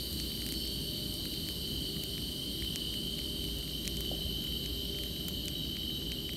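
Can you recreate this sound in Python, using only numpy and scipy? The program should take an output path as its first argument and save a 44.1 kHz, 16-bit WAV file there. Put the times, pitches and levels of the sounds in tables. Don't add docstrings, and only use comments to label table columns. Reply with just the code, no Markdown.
import sys
import numpy as np
from scipy import signal
from scipy.io import wavfile
from scipy.ndimage import uniform_filter1d

SR = 44100
rng = np.random.default_rng(int(sys.argv[2]) if len(sys.argv) > 2 else 0)


def makeup_ratio(level_db):
    decades = np.asarray(level_db, float) / 20
    return 10 ** decades


def pcm_store(signal):
    levels = np.round(np.clip(np.atleast_2d(signal), -1, 1) * 32767)
    wavfile.write(sys.argv[1], SR, levels.astype(np.int16).T)


N = 280476
TIME = np.arange(N) / SR

# (time [s], crack level near 2 kHz [dB], treble level [dB])
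DULL_SNAPS = [(.2003, -10.5, -10.5), (.3387, -16, -28), (.4035, -21, -32), (.4197, -9.5, -18),
              (.5399, -14, -17), (1.3401, -14, -16), (1.3653, -20, -33), (1.4679, -18, -36),
              (2.1802, -8, -23), (2.7593, -5, -5.5), (.6751, -19, -15), (3.191, -11.5, -17),
              (3.6266, -18, -34), (3.8503, -14, -23), (3.8561, -15, -15), (3.8775, -4.5, -3.5),
              (3.9697, -18, -11), (4.05, -16, -27), (4.471, -16, -23), (4.6424, -19, -27),
              (4.6605, -12, -14), (4.947, -17, -30), (5.1636, -16, -32), (5.4827, -8.5, -7),
              (5.7559, -17, -32), (5.7685, -9, -20), (5.901, -16, -34), (6.1195, -5.5, -14),
              (6.2927, -4, -22)]
EVEN_SNAPS = [(.1293, -24, -18), (.3022, -20, -32), (.3191, -16, -28), (.3755, -21, -32), (.4648, -9, -15),
              (.6527, -17, -24), (2.647, -16, -23), (2.9409, -12, -21), (1.488, -7, -17),
              (1.6764, -23, -25), (1.697, -23, -34), (1.9674, -15, -34), (2.0371, -15, -13),
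              (2.2929, -22, -27), (2.7347, -27, -25), (3.218, -17, -32), (3.4412, -16, -21),
              (3.4875, -20, -30), (3.586, -18, -20), (3.678, -19, -32), (3.7115, -23, -34),
              (4.9872, -12, -21), (5.06, -19, -28), (5.198, -21, -34), (5.2942, -29, -25),
              (5.2859, -28, -24), (5.2884, -34, -21), (5.833, -19, -33), (6.3342, -16, -22)]
SHARP_SNAPS = [(.4895, -11, -11), (.5234, -9, -8.5), (1.1406, -27, -12.5), (1.9831, -38, -29),
               (2.6234, -5.5, -19), (3.1846, -33, -19), (3.8723, -13, -18), (4.5239, -17, -24),
               (3.1498, -30, -25), (3.4522, -28, -23), (4.4217, -32, -23), (5.0364, -9, -15),
               (5.4572, -23, -15)]
DEEP_SNAPS = [
    (1.2553, -14, -22),
    (4.0073, -15, -14),
    (4.4406, -19, -24),
    (5.2842, -12, -11),
    (5.6503, -21, -27),
    (6.0205, -21, -36),
]
# (thump under the crack [dB], treble shape at the three upper SNAP_HZ [dB] x 3)
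DULL_COLOUR = (-16.5, -0.8, -4.5, -16)
EVEN_COLOUR = (-12.5, 0, -1.5, 1)
SHARP_COLOUR = (-16, -5.5, 0, -9)
DEEP_COLOUR = (-1, -1, -0.5, 4)
SNAP_HZ = (1250, 2100, 6500, 10000, 14500)
# (time [s], level [dB], pitch [Hz], length [s])
LOG_KNOCKS = [(4.114, -29, 560, .005), (4.121, -34, 200, .012), (4.128, -37, 290, .025),
              (4.122, -43, 580, .016), (4.148, -46, 570, .016), (4.184, -47, 640, .016),
              (4.212, -50, 680, .012), (4.23, -49, 520, .014), (4.255, -46, 600, .02),
              (4.275, -49, 660, .014), (4.135, -47, 720, .014), (4.238, -31, 65, .04), (2.58, -39, 68, .1),
              (6.03, -37, 62, .15), (6.25, -39, 62, .1)]
FIZZ_PER_S, FIZZ_DB = 33, -47

# (time [s], level [dB])
CRICKET_LEVEL = [(0.0, -47.5), (0.28, -45), (0.46, -44.5), (0.78, -42.5), (1.57, -44), (1.74, -41),
                 (1.95, -43), (2.23, -43.5), (2.83, -39), (3.08, -42), (3.74, -43), (4.04, -40.5),
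                 (4.8, -42), (4.96, -44), (5.23, -44.5), (5.6, -41), (6.36, -42)]
CRICKET_HZ, CRICKET_SPREAD_HZ, STROKES_PER_S = 3062.4, 55, 67

# (time [s], click rate [1/s], level [dB])
FADING_SONG = [
    (0, 325.3, -51),
    (.7, 326.2, -54),
    (1.4, 328, -53.5),
    (2, 328, -55.5),
    (2.7, 328, -55.5),
    (3.2, 319.5, -57.5),
    (3.7, 318.3, -58.5),
    (4.2, 313, -62),
]
SLOWING_SONG = [
    (0, 336, -60.5),
    (.8, 336, -61),
    (1.6, 337, -62),
    (2.4, 338, -62),
    (3.4, 339, -63),
    (3.8, 325, -65),
    (4.4, 298, -67),
    (5.2, 266, -70),
    (5.6, 250, -85),
]
RISING_SONG = [
    (2.9, 314, -80),
    (3.4, 312.5, -60),
    (4, 311, -56),
    (4.6, 310.4, -56.5),
    (5.2, 310.2, -56),
    (5.8, 309.6, -57.5),
    (6.36, 309.4, -59),
]
# (frequency [Hz], width [Hz], level [dB])
FADING_BODY = [(4060, 280, 1), (4590, 285, 3), (11610, 1140, -3.5), (12770, 1000, -3), (13700, 1100, -12),
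               (15200, 960, -13.5)]
SLOWING_BODY = [(8790, 1000, 4), (9740, 370, -3.5)]
RISING_BODY = [(3870, 110, -5), (4030, 110, -2), (4500, 110, -2), (11600, 800, -9), (12450, 750, -.5),
               (13300, 300, -10)]

# (start [s], length [s], pitch [Hz], level [dB])
CLEAR_NOTES = [(.15, .1, 4440, -47), (.505, .15, 4485, -46), (.62, .27, 4455, -46), (.86, .17, 4445, -49),
               (1.05, .08, 4450, -51), (1.17, .11, 4415, -50), (1.32, .22, 4430, -51),
               (1.59, .13, 4405, -51), (1.81, .14, 4430, -51), (2.06, .11, 4400, -55),
               (2.23, .13, 4420, -52), (2.4, .12, 4395, -53), (5.53, .19, 3860, -52),
               (5.76, .11, 3880, -54), (5.88, .16, 3870, -53), (6.1, .09, 3850, -53),
               (6.23, .12, 3865, -52)]
NOTE_SAG_HZ_PER_S, NOTE_EDGE_S = 150, .02
WHINE_HZ, WHINE_DB = 5236, -75
# (pitch [Hz], stroke rate [1/s], level [dB])
CHIRP = (5260, 86, -51)
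CHIRP_CORNERS = (.565, .59, .67, .695)

# (frequency [Hz], density [dB per Hz])
CHORUS_SPECTRUM = [(2620, -23), (2820, -5.5), (3300, -11), (3910, -2), (4550, -3.5), (5040, -12),
                   (5720, -14), (7130, -19), (8660, -13), (10400, -24.5), (12400, -16), (13500, -23),
                   (14100, -35), (15200, -26.5)]
# (time [s], level [dB])
CHORUS_LEVEL = [
    (0, -44.5),
    (1, -45.5),
    (4.8, -46),
    (6.36, -48),
]
FOREST_T60, FOREST_DB = 0.97, -11.5

# (frequency [Hz], density [dB per Hz])
RUMBLE_SPECTRUM = [(30, -40), (44, -23), (64, 2), (108, -6), (157, 0), (323, -4.5), (390, -10.5),
                   (446, -15.5), (593, -19.5), (758, -29), (1200, -33.5), (2600, -31.5), (3400, -29),
                   (5700, -88)]
RUMBLE_DB = -42.5
# (frequency [Hz], waver [Hz], level [dB])
HUM_LINES = [(56.6, 0.99, -51), (61.2, 1.09, -53.5), (42.6, 1.95, -63), (117.2, 2, -59), (141.7, 1.96, -58),
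             (165.2, 1.77, -60), (328, 4.85, -57), (398, 1.37, -56), (481.5, 1.5, -72), (599, 2.49, -67),
             (684, 1.7, -77), (713, 2.38, -82)]


def evened(x):
    return x / np.sqrt(np.mean(x ** 2) + 1e-20)


def columns(rows):
    s, *values = np.transpose(rows)
    return [np.interp(TIME, s, v) for v in values]


def add(mix, s, sound):
    part = mix[round(s * SR):][:len(sound)]
    part += sound[:len(part)]


def drift(per_s):
    knots = rng.standard_normal(4000)
    return np.interp(TIME * per_s, np.arange(len(knots)), knots) * np.sqrt(3 / 2)


def tone(hz):
    return np.sqrt(2) * np.sin(2 * np.pi * np.cumsum(hz) / SR)


def snap(colour_db):
    hz = np.abs(np.fft.fftfreq(1024, 1 / SR)) + 1
    low, crack, *treble = colour_db
    knots_hz = [300, SNAP_HZ[0], SNAP_HZ[1], 4000, *SNAP_HZ[2:], 20000]
    middle = .5 * (crack + treble[0]) + 0.27
    knots_db = [low - 22, low, crack, middle, *treble, treble[-1] - 6]
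    log_gain = np.interp(np.log(hz), np.log(knots_hz), knots_db) * np.log(10) / 20
    spike = np.fft.ifft(np.exp(np.conj(signal.hilbert(log_gain)))).real[:512]
    t = TIME[:400]
    scatter = rng.standard_normal(len(t)) * .075 * makeup_ratio(-60 * t / .01) * (t > .0002)
    scatter[0] = 1
    return np.convolve(spike, scatter / np.linalg.norm(scatter))


def fire():
    out = np.zeros(N)
    kinds = ((DULL_SNAPS, DULL_COLOUR), (EVEN_SNAPS, EVEN_COLOUR),
             (SHARP_SNAPS, SHARP_COLOUR), (DEEP_SNAPS, DEEP_COLOUR))
    for rows, (thump_db, *shape_db) in kinds:
        for s, crack_db, treble_db in rows:
            add(out, s, snap([crack_db + thump_db, crack_db, *np.add(treble_db, shape_db)]))
    for s, db, hz, length in LOG_KNOCKS:
        t = TIME[:round(length * SR)]
        add(out, s, makeup_ratio(db) * np.sin(2 * np.pi * hz * t) * np.hanning(len(t)))
    for colour_db in 5 * rng.standard_normal((8, len(SNAP_HZ))) + [-12, 0, -4, -6, -9]:
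        size_db = FIZZ_DB + 3.7 * np.minimum(rng.exponential(1, N), 2)
        bursts = rng.random(N) < FIZZ_PER_S / 8 / SR
        out += signal.oaconvolve(makeup_ratio(size_db) * bursts, snap(colour_db))[:N]
    return out


def forest(x):
    t = TIME[:SR // 2]
    tail = rng.standard_normal(len(t)) * makeup_ratio(-60 * t / FOREST_T60) * (t > .006)
    return x + makeup_ratio(FOREST_DB) * signal.fftconvolve(x, tail / np.linalg.norm(tail))[:N]


def trill(hz, per_s, duty=0.8):
    stroke = (np.cumsum(per_s * np.ones(N)) / SR + rng.random()) % 1
    swell = np.sin(np.pi * np.minimum(stroke / np.clip(duty, .1, 1), 1))
    sagging_hz = hz * (1 + .02 * (.3 - stroke))
    return swell * np.sin(2 * np.pi * np.cumsum(sagging_hz) / SR)


def crickets(count=12):
    out = np.zeros(N)
    spread = np.sort(rng.standard_normal(100 * count))[50::100]
    for k, (pitch, pace) in enumerate(zip(spread, rng.permutation(spread))):
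        far = k != count // 2
        hz = CRICKET_HZ + CRICKET_SPREAD_HZ * pitch + 14 * drift(9) + 30 * drift(70)
        per_s = STROKES_PER_S * (1 + .05 * pace * far + .008 * drift(3.005))
        out += makeup_ratio(-6.0 * far + 2.3 * drift(2.61)) * trill(hz, per_s)
    return makeup_ratio(columns(CRICKET_LEVEL)[0]) * evened(forest(out))


def resonate(x, hz, width):
    turn = np.exp(2j * np.pi * hz * np.arange(len(x)) / SR)
    r = np.exp(-np.pi * width / SR)
    return 2 * (turn * signal.lfilter([(1 - r) ** 2], [1, -2 * r, r * r], x / turn)).real


def cicada(song, body, lag, weak, rough, puff):
    per_s, level_db = columns(song)
    cycles = np.cumsum(per_s / 2 * (1 + .002 * drift(10))) / SR
    clicks, puffs = np.zeros(N + 1), np.zeros(N)
    for strength, late in ((1, 0), (weak, lag)):
        at = np.interp(np.arange(1, cycles[-1] - 1) + late, cycles, np.arange(N))
        whole = at.astype(int)
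        clicks[whole] += strength * (1 - at % 1)
        clicks[whole + 1] += strength * (at % 1)
        puffs += strength * np.exp(-((cycles - late) % 1) / puff)
    drive = (1 - rough) * evened(clicks[:N]) + rough * evened(puffs * rng.standard_normal(N))
    rung = np.zeros(N)
    for k, (hz, width, db) in enumerate(body):
        rung += (-1) ** k * makeup_ratio(db) * evened(resonate(drive, hz, width))
    return makeup_ratio(level_db) * rung


def cicadas():
    fading = cicada(FADING_SONG, FADING_BODY, lag=.5, weak=.9, rough=.8, puff=.2)
    slowing = cicada(SLOWING_SONG, SLOWING_BODY, lag=.43, weak=.85, rough=.65, puff=.11)
    rising = cicada(RISING_SONG, RISING_BODY, lag=.44, weak=.85, rough=.5, puff=.08)
    return fading + slowing + rising


def clear_tones():
    out = makeup_ratio(WHINE_DB + 2 * drift(3)) * tone(WHINE_HZ + 6 * drift(6))
    waver_hz, flicker = 22 * drift(18), makeup_ratio(1.8 * drift(30))
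    for start, length, hz, db in CLEAR_NOTES:
        t = TIME[:round(length * SR)]
        now = slice(round(start * SR), round(start * SR) + len(t))
        swell = np.clip(np.minimum(t, length - t) / NOTE_EDGE_S, 0, 1) * flicker[now]
        pitch_hz = hz - NOTE_SAG_HZ_PER_S * (t - length / 2) + waver_hz[now]
        add(out, start, swell * makeup_ratio(db) * tone(pitch_hz))
    hz, per_s, db = CHIRP
    ragged = resonate(trill(hz + 280 * drift(1200), per_s, duty=.85), hz, 600)
    return out + np.interp(TIME, CHIRP_CORNERS, [0, 1, 1, 0]) * makeup_ratio(db) * evened(ragged)


def hiss(points, patchy_db):
    frames, hz = N // 512 + 5, np.fft.rfftfreq(2048, 1 / SR)
    a, b, patches = rng.standard_normal((frames, len(hz), 3)).T
    patches = uniform_filter1d(patches, size=14, axis=0)
    patches = evened(uniform_filter1d(patches, size=8, axis=1))
    f, db = np.transpose(points)
    shape_db = np.interp(np.log(hz + 1), np.log(f + 1), db)[:, None]
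    z = (a + 1j * b) * makeup_ratio(shape_db + patchy_db * patches)
    return evened(signal.istft(z, nperseg=2048, noverlap=1536)[1][:N])


def far_chorus():
    return makeup_ratio(columns(CHORUS_LEVEL)[0]) * hiss(CHORUS_SPECTRUM, patchy_db=1.54)


def machine():
    lines = np.zeros(N)
    for hz, waver_hz, db in HUM_LINES:
        lines += makeup_ratio(db + 2.82 * drift(4)) * tone(hz + waver_hz * drift(5))
    return makeup_ratio(RUMBLE_DB) * hiss(RUMBLE_SPECTRUM, patchy_db=-0.5) + lines


def scene():
    insects = crickets() + forest(cicadas() + clear_tones()) + far_chorus()
    return (fire() + insects + machine())[None]


def roll_off(x):
    return signal.sosfilt(signal.butter(12, 16660, fs=SR, output="sos"), x)


def record(dry):
    edge = signal.firwin(511, 15760, window=("kaiser", 9), fs=SR)
    limited = signal.oaconvolve(dry, edge[None], "same")
    return roll_off(limited)


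dry = scene()
out = record(dry)
pcm_store(out)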